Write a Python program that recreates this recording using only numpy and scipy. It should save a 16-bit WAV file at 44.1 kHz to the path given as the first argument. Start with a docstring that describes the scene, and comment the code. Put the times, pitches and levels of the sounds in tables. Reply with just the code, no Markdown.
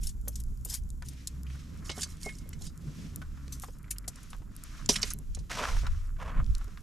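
"""Raking coals at a camp site

Tongs rake coals in a fire ring on the left and in a steel pan on the right; later logs are dragged.
Noise bursts and decaying sines make clinks, knocks and pops; dense clicks make raking, crackle, grit and logs.
A jacket rustles in swells of noise; a far engine, a sum of sines, revs up, drops, revs again and fades.
Shaped noise makes wind buffets on the microphone, low rumble and faint hiss."""
import sys
import numpy as np
from scipy import signal
from scipy.fft import rfft, irfft, next_fast_len
from scipy.io import wavfile

SR = 44100
rng = np.random.default_rng(int(sys.argv[2]) if len(sys.argv) > 2 else 0)


def wrap_up_sound(samples):
    """Save the sound to the file named by the first command line argument, as 16-bit audio."""
    columns = np.atleast_2d(samples).T
    # keep every value between -1 and 1, then stretch to whole-number steps
    tamed = np.clip(columns, -1, 1)
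    steps = np.round(tamed * 32767).astype(np.int16)
    wavfile.write(sys.argv[1], SR, steps)


N = 300762
TIME_S = np.arange(N) / SR
OPPOSITE = np.array([[1], [-1]])  # left, right signs


def amp(db):
    """Gain of a level in dB."""
    return 10 ** (np.asarray(db) / 20)


def rms_one(x):
    """Scaled to rms 1."""
    return x / np.sqrt(np.mean(x ** 2) + 1e-20)


def in_time(rows):
    """Columns of a curve, sample by sample."""
    s, *columns = np.transpose(rows)
    return [np.interp(TIME_S, s, column) for column in columns]


def at_hz(points, hz):
    """A spectrum read on a log-frequency axis."""
    point_hz, value = np.transpose(points)
    return np.interp(np.log(hz), np.log(point_hz), value)


def bins_hz(size):
    """FFT bin frequencies, kept above 0 for the log axis."""
    return np.maximum(np.arange(size // 2 + 1) * SR / size, 1)


def drift(rate_hz):
    """Slow random signal of rms 1: noise through two equal poles, made at 1/40 of the sample rate."""
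    r = np.exp(-80 * np.pi * rate_hz / SR)
    noise = rng.standard_normal(N // 40 + 2002)
    slow = signal.lfilter([1], [1, -2 * r, r * r], noise)[2000:]  # drop the settling
    return np.interp(np.arange(N) / 40, np.arange(len(slow)), rms_one(slow))


def colour(x, spectrum):
    """Gives x a spectrum, steeply closed at both ends; rms 1."""
    size = next_fast_len(N)
    hz = bins_hz(size)
    low_hz, high_hz = spectrum[0][0], spectrum[-1][0]
    edges = 1 / np.sqrt((1 + (low_hz / hz) ** 8) * (1 + (hz / high_hz) ** 8))
    shaped = rfft(x, size) * amp(at_hz(spectrum, hz)) * edges
    return rms_one(irfft(shaped, size)[..., :N])


# Diffuse sound. Each row: frequency in Hz, left-right likeness (0 to 1).
LIKENESS = [(25, 0.26), (100, 0.8), (300, 0.21), (1000, 0.17), (4000, 0.093), (12000, 0.74)]


def diffuse(spectrum, flicker_db, rate_hz):
    """Stereo noise with a left-right likeness set by frequency and a flickering level; rms 1."""
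    size = next_fast_len(N)
    alike = np.clip(at_hz(LIKENESS, bins_hz(size)), 0, 1)
    mid, side = rfft(rng.standard_normal((2, size)))
    both = np.sqrt(1 + alike) * mid + np.sqrt(1 - alike) * side * OPPOSITE
    noise = colour(irfft(both, size)[:, :N], spectrum)
    return rms_one(noise * amp(flicker_db * drift(rate_hz)))


def grains(per_s, spread_db, clump_db, clump_rate_hz):
    """Random clicks of uneven size that come in clumps."""
    size_db = spread_db * np.minimum(rng.exponential(1, N), 4)
    clicks = amp(size_db) * rng.choice([-1, 1], N) * (rng.random(N) < per_s / SR)
    return clicks * amp(clump_db * drift(clump_rate_hz)) + 1e-18


def ring(clicks, hz, t60_s):
    """Two-pole resonator: a unit click sets a sine of height 1 ringing."""
    r, w = amp(-60 / (t60_s * SR)), 2 * np.pi * hz / SR
    return signal.lfilter([0, np.sin(w)], [1, -2 * r * np.cos(w), r * r], clicks + 1e-18)


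def pan(left_minus_right_db):
    """Left and right gains, as a column, for a level difference."""
    return amp(left_minus_right_db / 2 * OPPOSITE)


def swells(rows, rise_power, fall_power):
    """Gain of gestures that grow to their loudest moment and die away; higher powers are more pointed."""
    out = np.zeros(N)
    for start, loudest, end, db in rows:
        span = np.arange(max(round(start * SR), 0), min(round(end * SR), N))
        shape = np.interp(span / SR, [start, loudest, end], [0, 1, 0])
        out[span] += amp(db) * shape ** np.where(span / SR < loudest, rise_power, fall_power)
    return out


PAN_SHADE_HZ = 9670


def shaded(x):
    """The pan's wall hides the top treble of what happens inside it: a low-pass."""
    return signal.sosfilt(signal.butter(2, PAN_SHADE_HZ, fs=SR, output="sos"), x)


# Tongs work in the pan. Each row: from in seconds, to in seconds.
IN_PAN = [(1.8, 2.74), (4.8, 5.45)]


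def place_db(s, ring_db, pan_db):
    """Left-right difference of what the tongs do at time s: in the fire ring or in the pan."""
    return pan_db if any(first < s < last for first, last in IN_PAN) else ring_db


# Tongs raking through coals. Each row: start, loudest and end in seconds, level in dB.
RAKES = [(0.0, 0.056, 0.15, -48.5), (0.24, 0.444, 0.42, -55), (0.643, 0.74, 0.81, -41.5),
         (1.043, 1.062, 1.155, -52.5), (1.844, 1.854, 1.94, -48.5), (1.926, 2.05, 2.035, -41),
         (2.045, 2.115, 2.18, -53.5), (2.2, 2.228, 2.46, -49), (2.58, 2.677, 2.676, -49),
         (3.49, 3.662, 3.82, -59.5), (4.889, 4.89, 5.03, -33.5), (5.013, 5.022, 5.07, -40),
         (5.047, 5.076, 5.15, -44)]
# Brittle coal. Each row: frequency in Hz, relative density in dB.
COAL = [(880, -10.5), (1500, -25.5), (2810, -20), (3070, -14), (4320, -15), (5570, -1.5), (5910, -6),
        (6840, -2), (12300, -4), (14400, -12), (15600, -41)]
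# Modes of tongs and pan. Each row: frequency in Hz, weight in dB (halved in use), longest t60 in seconds.
STEEL = [(1060, -22, 0.41), (2170, -8, 0.45), (2470, -50, 0.34), (2995, -16, 0.18), (4060, -32, 0.35),
         (4720, -31, 0.05), (4620, -33, 0.15), (5390, -23, 0.073), (6000, -30, 0.026), (6930, -33, 0.03),
         (6100, -20, 0.096), (7065, 2.5, 0.02), (7300, -38, 0.12), (7720, -16.5, 0.04), (10500, -1, 0.013),
         (9500, -53, 0.048), (10830, -12, 0.05), (11700, 0, 0.057)]


def raking():
    """Dense contacts: brittle coal chips tinkle at scattered pitches; in the pan the steel rings along."""
    contacts = grains(3500, spread_db=3.5, clump_db=2, clump_rate_hz=60)
    pitches_hz, dealt = np.geomspace(1500, 14000, 48), rng.integers(0, 48, N)
    chips = sum(ring(contacts * (dealt == k), hz, 90 / hz) for k, hz in enumerate(pitches_hz))
    crunch = rms_one(colour(contacts, COAL) + amp(4) * colour(chips, COAL))
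    steel = np.zeros(N)
    for hz, db, t60_s in STEEL:
        wavering = amp(0.5 * db + 4 * drift(5.6))
        steel += wavering * ring(contacts * rng.standard_normal(N), hz, 0.26 * t60_s)  # damped by contact
    in_pan = shaded(crunch + amp(-7) * colour(steel, COAL))
    out = np.zeros((2, N))
    for stroke in RAKES:
        pan_db = place_db(stroke[1], ring_db=5.9, pan_db=-10.5)
        sound = in_pan if pan_db < 0 else crunch
        out += swells([stroke], rise_power=0.88, fall_power=1.55) * pan(pan_db) * sound
    return out


# Wind buffeting. Each row: time in seconds, level in dB.
WIND = [(0.0, -31), (0.28, -45.5), (0.42, -33), (0.72, -41.5), (0.83, -29), (1.08, -48.5), (1.86, -42),
        (2.1, -46.5), (2.68, -41), (2.94, -53.5), (3.34, -35.5), (3.97, -50.5), (4.63, -44.5), (4.92, -38),
        (5.28, -41), (5.36, -26.5), (5.5, -44), (5.65, -41.5), (5.72, -29.5), (5.92, -23.5), (5.98, -30),
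        (6.15, -32), (6.35, -32), (6.4, -18), (6.45, -28.5), (6.5, -17), (6.55, -30.5), (6.82, -48.5)]
# Flame and air rumble. Each row: time in seconds, level in dB.
RUMBLE_LEVEL = [(0.0, -50), (0.83, -49.5), (2.2, -43.5), (2.68, -47), (2.96, -42), (3.34, -49), (4.63, -50),
                (5.0, -44.5), (5.28, -47.5), (5.62, -43.5), (5.98, -55.5), (6.35, -43.5), (6.41, -41),
                (6.5, -49.5), (6.6, -51.5), (6.82, -50.5)]
# Light buffeting, gusty buffeting, rumble, hiss. Each row: frequency in Hz, relative density in dB.
BREEZE = [(15, -1.5), (33, 3), (48, -7), (90, -16), (200, -35.5)]
BUFFET = [(8.8, -5), (15, 0), (32, 5.5), (50, -1), (83, -7), (161, -26), (200, -35), (260, -61),
          (440, -120)]
RUMBLE = [(29, -39.5), (50, -0.5), (62, -4), (70, -13), (151, -6.5), (285, -17), (339, -24.5), (800, -43),
          (1040, -38.5), (1760, -120)]
HISS = [(240, -16), (400, -22), (847, -4), (1400, 3.5), (2590, -23), (5500, -6), (7320, 2.5), (8670, -6.5),
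        (12300, -2), (13900, -9), (15500, -50)]
HISS_DB, GUSTS_FROM_S, GUST_FADE_S = -69.5, 5.3, 0.094


def air():
    """Wind lumps on the microphone, fuller once it gusts; low rumble, faint hiss."""
    (buffet_db,), (rumble_db,) = in_time(WIND), in_time(RUMBLE_LEVEL)
    gusty = np.clip((TIME_S - GUSTS_FROM_S) / GUST_FADE_S, 0, 1)
    buffet = (1 - gusty) * diffuse(BREEZE, flicker_db=3, rate_hz=4.2)
    buffet += gusty * diffuse(BUFFET, flicker_db=1.5, rate_hz=4)
    low = amp(buffet_db) * buffet + amp(rumble_db) * diffuse(RUMBLE, flicker_db=2.5, rate_hz=14)
    return low * pan(-2.3) + amp(HISS_DB) * diffuse(HISS, flicker_db=1.5, rate_hz=3)


# Far engine. Each row: time in seconds, firing rate in Hz, level in dB.
ENGINE = [(0.0, 53.7, -37), (1.29, 66.18, -47), (1.49, 69.1, -38.5), (1.64, 71, -49.5), (2.2, 82.05, -47),
          (2.33, 81.65, -55), (2.5, 82.9, -46.5), (2.78, 80, -51.5), (2.92, 80.6, -47), (3.29, 72.4, -44.5),
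          (3.58, 65.4, -37.5), (3.8, 48.7, -67), (3.9, 49.17, -44.5), (4.52, 48.2, -60), (4.8, 63.2, -49.5),
          (5.19, 59.9, -44.5), (5.25, 59, -69)]
# Each row: multiple of the firing rate, relative level in dB.
ENGINE_ORDERS = [(1, -1.2), (2, -12.5), (3, -26.5), (4, -24)]
ENGINE_FADE_S = 0.086


def engine():
    """Low orders of the firing rate, each wavering on its way through the air."""
    hz, level_db = in_time(ENGINE)
    fade = np.clip((ENGINE[-1][0] - TIME_S) / ENGINE_FADE_S, 0, 1)
    phase = 2 * np.pi * np.cumsum(hz) / SR
    orders = np.zeros((2, N))
    for k, db in ENGINE_ORDERS:
        waver = 1.24 * drift(1.5) + 0.22 * drift(1.7) * OPPOSITE  # radians, partly opposite left and right
        orders += amp(db + 2.5 * drift(2.5)) * np.sin(k * phase + waver)
    return np.sqrt(2) * amp(level_db) * fade * orders * pan(-1.2)


def crackle():
    """Tiny pops of the embers, most of them from the fire on the left."""
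    left = grains(12, spread_db=3, clump_db=2, clump_rate_hz=3)
    right = grains(5, spread_db=3, clump_db=2, clump_rate_hz=3)
    return amp(-79) * colour(pan(5) * left + pan(-3) * right, COAL)


# Boots grinding on grit. Each row: start, loudest and end in seconds, level in dB.
SCUFFS = [(1.05, 1.5, 5.2, -67.5), (1.7, 1.92, 2.3, -61), (2.5, 3.08, 3.6, -74), (3.15, 3.38, 4.1, -68),
          (3.55, 3.75, 7.1, -74), (3.9, 4.14, 4.4, -65), (4.45, 4.8, 4.96, -56.5),
          (4.86, 4.98, 5.15, -50.5), (5.6, 5.7, 5.76, -40.5), (5.72, 5.85, 6.03, -51.5),
          (5.85, 6.02, 6.33, -63.5), (6.19, 6.39, 6.44, -47.5), (6.36, 6.6, 6.96, -59.5)]
# Jacket and sliding ash. Each row: start, loudest and end in seconds, level in dB.
RUSTLES = [(1.02, 1.18, 1.46, -59), (1.45, 1.52, 2.03, -59), (1.92, 2.12, 3.06, -65),
           (2.8, 3.04, 3.23, -57), (3.2, 3.5, 3.78, -64.5), (4.08, 4.22, 4.46, -59.5),
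           (4.5, 4.8, 4.93, -55.5), (5.0, 5.07, 5.155, -44.5), (5.15, 5.38, 5.6, -67.5),
           (5.5, 5.66, 5.87, -43.5), (5.7, 5.83, 6.15, -58), (6.38, 6.6, 6.9, -64)]
# Grit, then jacket cloth. Each row: frequency in Hz, relative density in dB.
GRIT = [(290, -56), (500, -2), (623, 2), (856, -7), (1020, 7), (1320, 10.5), (2550, -4.5), (3500, -18),
        (4550, -14), (7700, -120)]
JACKET = [(1350, 2), (2300, 3.5), (3980, 2), (4590, 1), (5710, 4), (7760, -3.5), (13300, -14.5),
          (14700, -31), (15000, -64)]
STILL_GRIT_DB, STILL_JACKET_DB = -82.5, -75.5  # floor under the movements


def person():
    """Grit grinds in fine grains under the boots; jacket and sliding ash swish smoothly."""
    grit = colour(grains(1800, spread_db=4, clump_db=2, clump_rate_hz=25), GRIT)
    grit_gain = amp(STILL_GRIT_DB) + swells(SCUFFS, rise_power=1.7, fall_power=1.85)
    jacket_gain = amp(STILL_JACKET_DB) + swells(RUSTLES, rise_power=0.73, fall_power=1)
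    jacket = jacket_gain * diffuse(JACKET, flicker_db=1.5, rate_hz=18)
    return grit_gain * grit * pan(-0.4) + jacket


HOLD_SHARE = 0.032  # a blow grinds on for this share of its t60 before it dies
ASH_DB = -3  # steel buried in the ash of the fire ring rings less
STRAY_DB = -4  # part of each burst that is opposite left and right
INSIDE_BELOW_DB = -2.5  # blows panned further right than this sound inside the pan


def blows(rows, noise_db, chips_db, steel_db, octaves, held, order):
    """Each blow: a swelling, dying noise burst, a few rings of the lump's own, and the steel modes nearby."""
    out = np.zeros((2, N + SR))
    hz, mode_db, mode_t60_s = np.array(STEEL).T[:, :, None]
    for s, level_db, centre_hz, rise_ms, t60_s, pan_db in rows:
        inside, rise_s = pan_db < INSIDE_BELOW_DB, rise_ms / 1000
        length_s = rise_s + (4 if inside else 1.5) * held * t60_s
        t = np.arange(round(length_s * SR)) / SR
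        after = np.maximum(t - rise_s - HOLD_SHARE * t60_s, 0)

        band_hz = np.clip(centre_hz * 2.0 ** np.array([-1.3 * octaves, 0.99 * octaves]), 50, 0.45 * SR)
        bandpass = signal.butter(order, band_hz, "band", fs=SR, output="sos")
        burst, stray = signal.sosfilt(bandpass, rng.standard_normal((2, len(t))))
        burst = burst + amp(STRAY_DB) * stray * OPPOSITE

        own_hz = np.minimum(centre_hz * 2 ** rng.normal(0, 0.76 * octaves, (6, 1)), 0.4 * SR)
        chips = np.sin(2 * np.pi * (own_hz * t + rng.random((6, 1)))).sum(0)

        near_db = -6 * (np.log2(hz / centre_hz) / octaves) ** 2 + rng.normal(0, 4, hz.shape)
        # a brief pop barely stirs the steel; the pan rings longer than the tongs buried in ash
        rings_s = np.minimum(mode_t60_s, (3.5 if inside else 1) * held * t60_s)
        modes = np.sin(2 * np.pi * (hz * t + rng.random(hz.shape)))
        steel = (amp(0.5 * mode_db + near_db - 60 * after / rings_s) * modes).sum(0)

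        lump = amp(noise_db) * rms_one(burst) + amp(chips_db) * chips
        blow = amp(-60 * after / t60_s) * lump + amp(steel_db + (0 if inside else ASH_DB)) * steel
        blow *= np.minimum(t / rise_s, 1) ** 2
        at = round(s * SR)
        out[:, at:at + len(t)] += amp(level_db) * pan(pan_db) * (shaded(blow) if inside else blow)
    return out[:, :N]


# Coal and tong clinks. Each row: time in seconds, level in dB, centre in Hz, rise in ms, t60 in seconds.
CLINKS = [(0.0322, -39, 7300, 1.6, 0.093), (0.0663, -33, 7590, 4.5, 0.053), (0.0873, -40.5, 6830, 5, 0.061),
          (0.2809, -27.5, 11240, 0.32, 0.04), (0.3553, -36, 7230, 0.82, 0.055),
          (0.397, -41, 8570, 5.3, 0.028), (0.6478, -31.5, 11600, 1.7, 0.051), (0.693, -34, 7600, 6.1, 0.09),
          (0.7355, -30, 7660, 5.7, 0.089), (1.084, -37, 7280, 2.3, 0.028), (1.272, -28, 6980, 0.62, 0.036),
          (1.855, -47, 5700, 4.1, 0.034), (1.8945, -33, 4497, 4.9, 0.05), (1.91, -35, 4520, 5.4, 0.052),
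          (1.977, -49, 5300, 1.8, 0.06), (2.012, -30.5, 6000, 7, 0.077), (2.0286, -25, 6410, 3.7, 0.061),
          (2.2146, -46, 6980, 0.54, 0.017), (2.2568, -39, 6130, 3, 0.034), (2.3839, -44, 7640, 1.3, 0.048),
          (2.5295, -43.5, 5510, 2.7, 0.032), (2.6197, -39, 6240, 0.89, 0.037),
          (2.6609, -43, 6260, 6.93, 0.1), (3.5225, -37.5, 6860, 0.55, 0.12),
          (3.6179, -42, 7850, 2.73, 0.097), (3.9042, -27, 8830, 4.8, 0.061),
          (4.0777, -27.5, 7700, 1.78, 0.048), (4.1567, -45.5, 7310, 1.2, 0.025),
          (4.228, -48.5, 7400, 3, 0.04), (4.3, -48.5, 7600, 3.5, 0.06), (4.8899, -14, 5410, 1.3, 0.084),
          (4.951, -24.5, 5060, 11, 0.039), (5.017, -39, 5800, 1.5, 0.02), (5.028, -16.5, 4710, 2.2, 0.022),
          (5.1019, -30, 6880, 2.1, 0.07), (5.347, -35.5, 6660, 1.7, 0.034), (5.388, -49, 5410, 1.4, 0.071),
          (5.5695, -37, 4140, 21, 0.02), (5.6124, -39, 3290, 11, 0.031), (5.864, -37.5, 3430, 2.9, 0.026)]
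# Ember pops from either fire. Each row: time in seconds, level in dB, centre in Hz, left minus right in dB.
POPS = [(0.2125, -51.5, 9500, 8), (0.437, -42, 8600, 6), (0.4845, -58, 9500, 5), (0.5736, -51, 9230, 12),
        (0.835, -53, 8000, 8), (0.9027, -39.5, 7840, 3), (1.0233, -43, 5600, 12), (1.073, -51, 7440, 10),
        (1.4322, -44.5, 8920, 14), (2.169, -45, 6640, 5), (2.231, -31.5, 7000, -8),
        (2.4905, -37.5, 11060, 6), (2.7757, -44, 7930, 6), (3.1591, -28, 10980, 8),
        (3.4796, -40.5, 4460, -2), (3.5976, -35.5, 9440, 5), (3.6432, -44, 8560, 17), (3.785, -47, 8400, 5),
        (3.8287, -47, 10750, 6), (3.9835, -28.5, 9300, 3), (4.3306, -43, 3530, -4.5),
        (4.5639, -37.5, 9540, 7), (4.6368, -33.5, 10100, 7), (4.8597, -32, 6080, -8),
        (5.135, -24.5, 11120, 5), (5.187, -37, 9100, 3), (6.4435, -48, 4070, 13), (6.463, -44.5, 4210, 1),
        (6.5501, -29.5, 5700, 2), (6.5813, -40.5, 8110, 4), (6.643, -47, 8150, 6), (6.68, -47.5, 5000, 5),
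        (6.7734, -45.5, 3130, 5)]
# Duller knocks of coal lumps and gravel. Each row: time in seconds, level in dB, centre in Hz.
KNOCKS = [(0.275, -33.5, 470), (0.655, -43, 442), (1.021, -38.5, 1270), (1.465, -45.5, 2470),
          (1.5, -44.5, 2340), (1.548, -45, 1520), (1.893, -25.5, 2300), (1.989, -40, 1494),
          (2.03, -37.5, 1926), (2.06, -50, 1060), (2.289, -36.5, 2096), (2.455, -48, 536),
          (2.528, -46, 1980), (3.216, -34, 1286), (3.372, -47, 1269), (3.477, -52, 450), (3.635, -33, 974),
          (3.683, -39.5, 507), (3.841, -48.5, 1670), (3.879, -49, 1370), (3.909, -35.5, 2485),
          (3.96, -48, 2210), (4.041, -49, 1875), (4.076, -37.5, 527), (4.184, -45, 1319),
          (4.33, -38.5, 1187), (4.346, -45, 1074), (4.418, -49, 1060), (4.957, -25, 2350),
          (5.029, -24.5, 2263), (5.108, -37.5, 1459), (5.369, -39.5, 500), (5.5, -34.5, 1090),
          (5.765, -31.5, 1410), (5.868, -31.5, 1300), (6.164, -49, 1497), (6.61, -42, 1460),
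          (6.772, -42, 1410)]
POP_RISE_MS, POP_T60_S = 1, 0.0066
KNOCK_RISE_MS, KNOCK_T60_S = 1.25, 0.059


def hits():
    """Clinks, pops and knocks, each with its rise, ring and place."""
    bright = [(*clink, place_db(clink[0], ring_db=4.7, pan_db=-3.5)) for clink in CLINKS]
    bright += [(s, db, hz, POP_RISE_MS, POP_T60_S, pan_db) for s, db, hz, pan_db in POPS]
    dull = [(s, db, hz, KNOCK_RISE_MS, KNOCK_T60_S, place_db(s, ring_db=0.004, pan_db=-4))
            for s, db, hz in KNOCKS]
    clinks = blows(bright, noise_db=-5, chips_db=-12, steel_db=-8, octaves=0.6, held=1.1, order=2)
    knocks = blows(dull, noise_db=-9.5, chips_db=-16.5, steel_db=-24.5, octaves=0.38, held=1.7, order=1)
    return clinks + knocks


# Each row: time in seconds, level in dB, dull thud of the coal relative to that level in dB.
PAN_BLOWS = [(1.897, -42.5, 18.5), (1.978, -30, -1), (2.262, -27.5, 5), (2.611, -48.5, 10),
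             (4.893, -15, 1.5), (5.036, -30.5, 2), (5.609, -30, 7.5), (5.83, -41.5, 13), (6.678, -43, 2)]
# Bowl modes. Each row: frequency in Hz, relative level in dB, t60 in seconds.
PAN_BODY = [(227, 1, 0.061), (410.5, 0, 0.081)]
# Rim singing under the tongs. Each row: start, loudest and end in seconds, level in dB.
RIM = [(2.0, 2.12, 2.21, -70), (2.235, 2.275, 2.363, -42), (2.28, 2.38, 2.67, -70)]
RIM_HZ, THUD_T60_S = 2164, 0.084


def steel_pan():
    """Low thumps of the bowl, and the rim mode kept singing by the rubbing tongs."""
    clicks, thuds, t = np.zeros(N), np.zeros(N), np.arange(2000) / SR
    for s, level_db, thud_db in PAN_BLOWS:
        at = round(s * SR)
        clicks[at] = amp(level_db - 9)
        decay = amp(level_db + thud_db - 60 * t / THUD_T60_S)
        thuds[at:at + len(t)] += decay * rng.standard_normal(len(t))
    bowl = sum(amp(db) * ring(clicks, hz, t60_s) for hz, db, t60_s in PAN_BODY)
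    bowl += signal.sosfilt(signal.butter(2, [200, 750], "band", fs=SR, output="sos"), thuds)
    rim_phase = 2 * np.pi * RIM_HZ * TIME_S + 0.57 * drift(11)
    rim = np.sqrt(2) * amp(3 * drift(25)) * np.sin(rim_phase)
    return (bowl + swells(RIM, rise_power=0.88, fall_power=2.1) * rim) * pan(-2.7)


# Logs dragged over the ground. Each row: start, loudest and end in seconds, grind in dB, sand in dB.
DRAGS = [(5.495, 5.51, 5.75, -43, -41), (5.553, 5.614, 5.84, -34.5, -45.5),
         (6.182, 6.201, 6.44, -45.5, -60), (6.217, 6.402, 6.46, -47.5, -73)]
# Grinding log. Each row: frequency in Hz, relative density in dB.
LOG = [(150, -28.5), (250, -2), (348, -17), (429, -2), (605, 1.5), (668, 3.5), (815, -5.5), (1030, 5),
       (3500, -19), (4550, -49), (7700, -120)]


def dragging():
    """Bark slipping over gravel: a lumpy grind with a treble of sand, which shares the jacket's spectrum."""
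    slips = grains(4400, spread_db=1.5, clump_db=3.2, clump_rate_hz=40)
    grind_gain = swells([pull[:4] for pull in DRAGS], rise_power=1.2, fall_power=1.93)
    sand_gain = swells([(*pull[:3], pull[4]) for pull in DRAGS], rise_power=0.6, fall_power=1.84)
    return (grind_gain * colour(slips, LOG) + sand_gain * colour(slips, JACKET)) * pan(-1.7)


def scene():
    """Everything around the two fires; the ground returns one short dull echo, left and right swapped."""
    near = hits() + raking() + crackle() + steel_pan()
    delayed = np.roll(near[::-1], round(0.004 * SR), axis=1)
    echo = signal.lfilter([0.4], [1, -0.6], delayed)
    return near + amp(-16) * echo + dragging() + person() + engine() + air()


# Side gain of the microphone pair. Each row: frequency in Hz, gain in dB.
WIDTH = [(300, -5), (1000, 0), (2500, -3.5), (7000, -8.5), (13000, -1)]
STOPBAND_HZ, STOPBAND_DB = 15725, 70


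def record(dry):
    """The microphone pair's left-right separation varies with frequency; the top is cut."""
    size = next_fast_len(N)
    mid, side = (dry[0] + dry[1]) / 2, (dry[0] - dry[1]) / 2
    side = irfft(rfft(side, size) * amp(at_hz(WIDTH, bins_hz(size))), size)[:N]
    wide = mid + side * OPPOSITE
    return signal.sosfilt(signal.cheby2(12, STOPBAND_DB, STOPBAND_HZ, fs=SR, output="sos"), wide)


dry = scene()
out = record(dry)
wrap_up_sound(out)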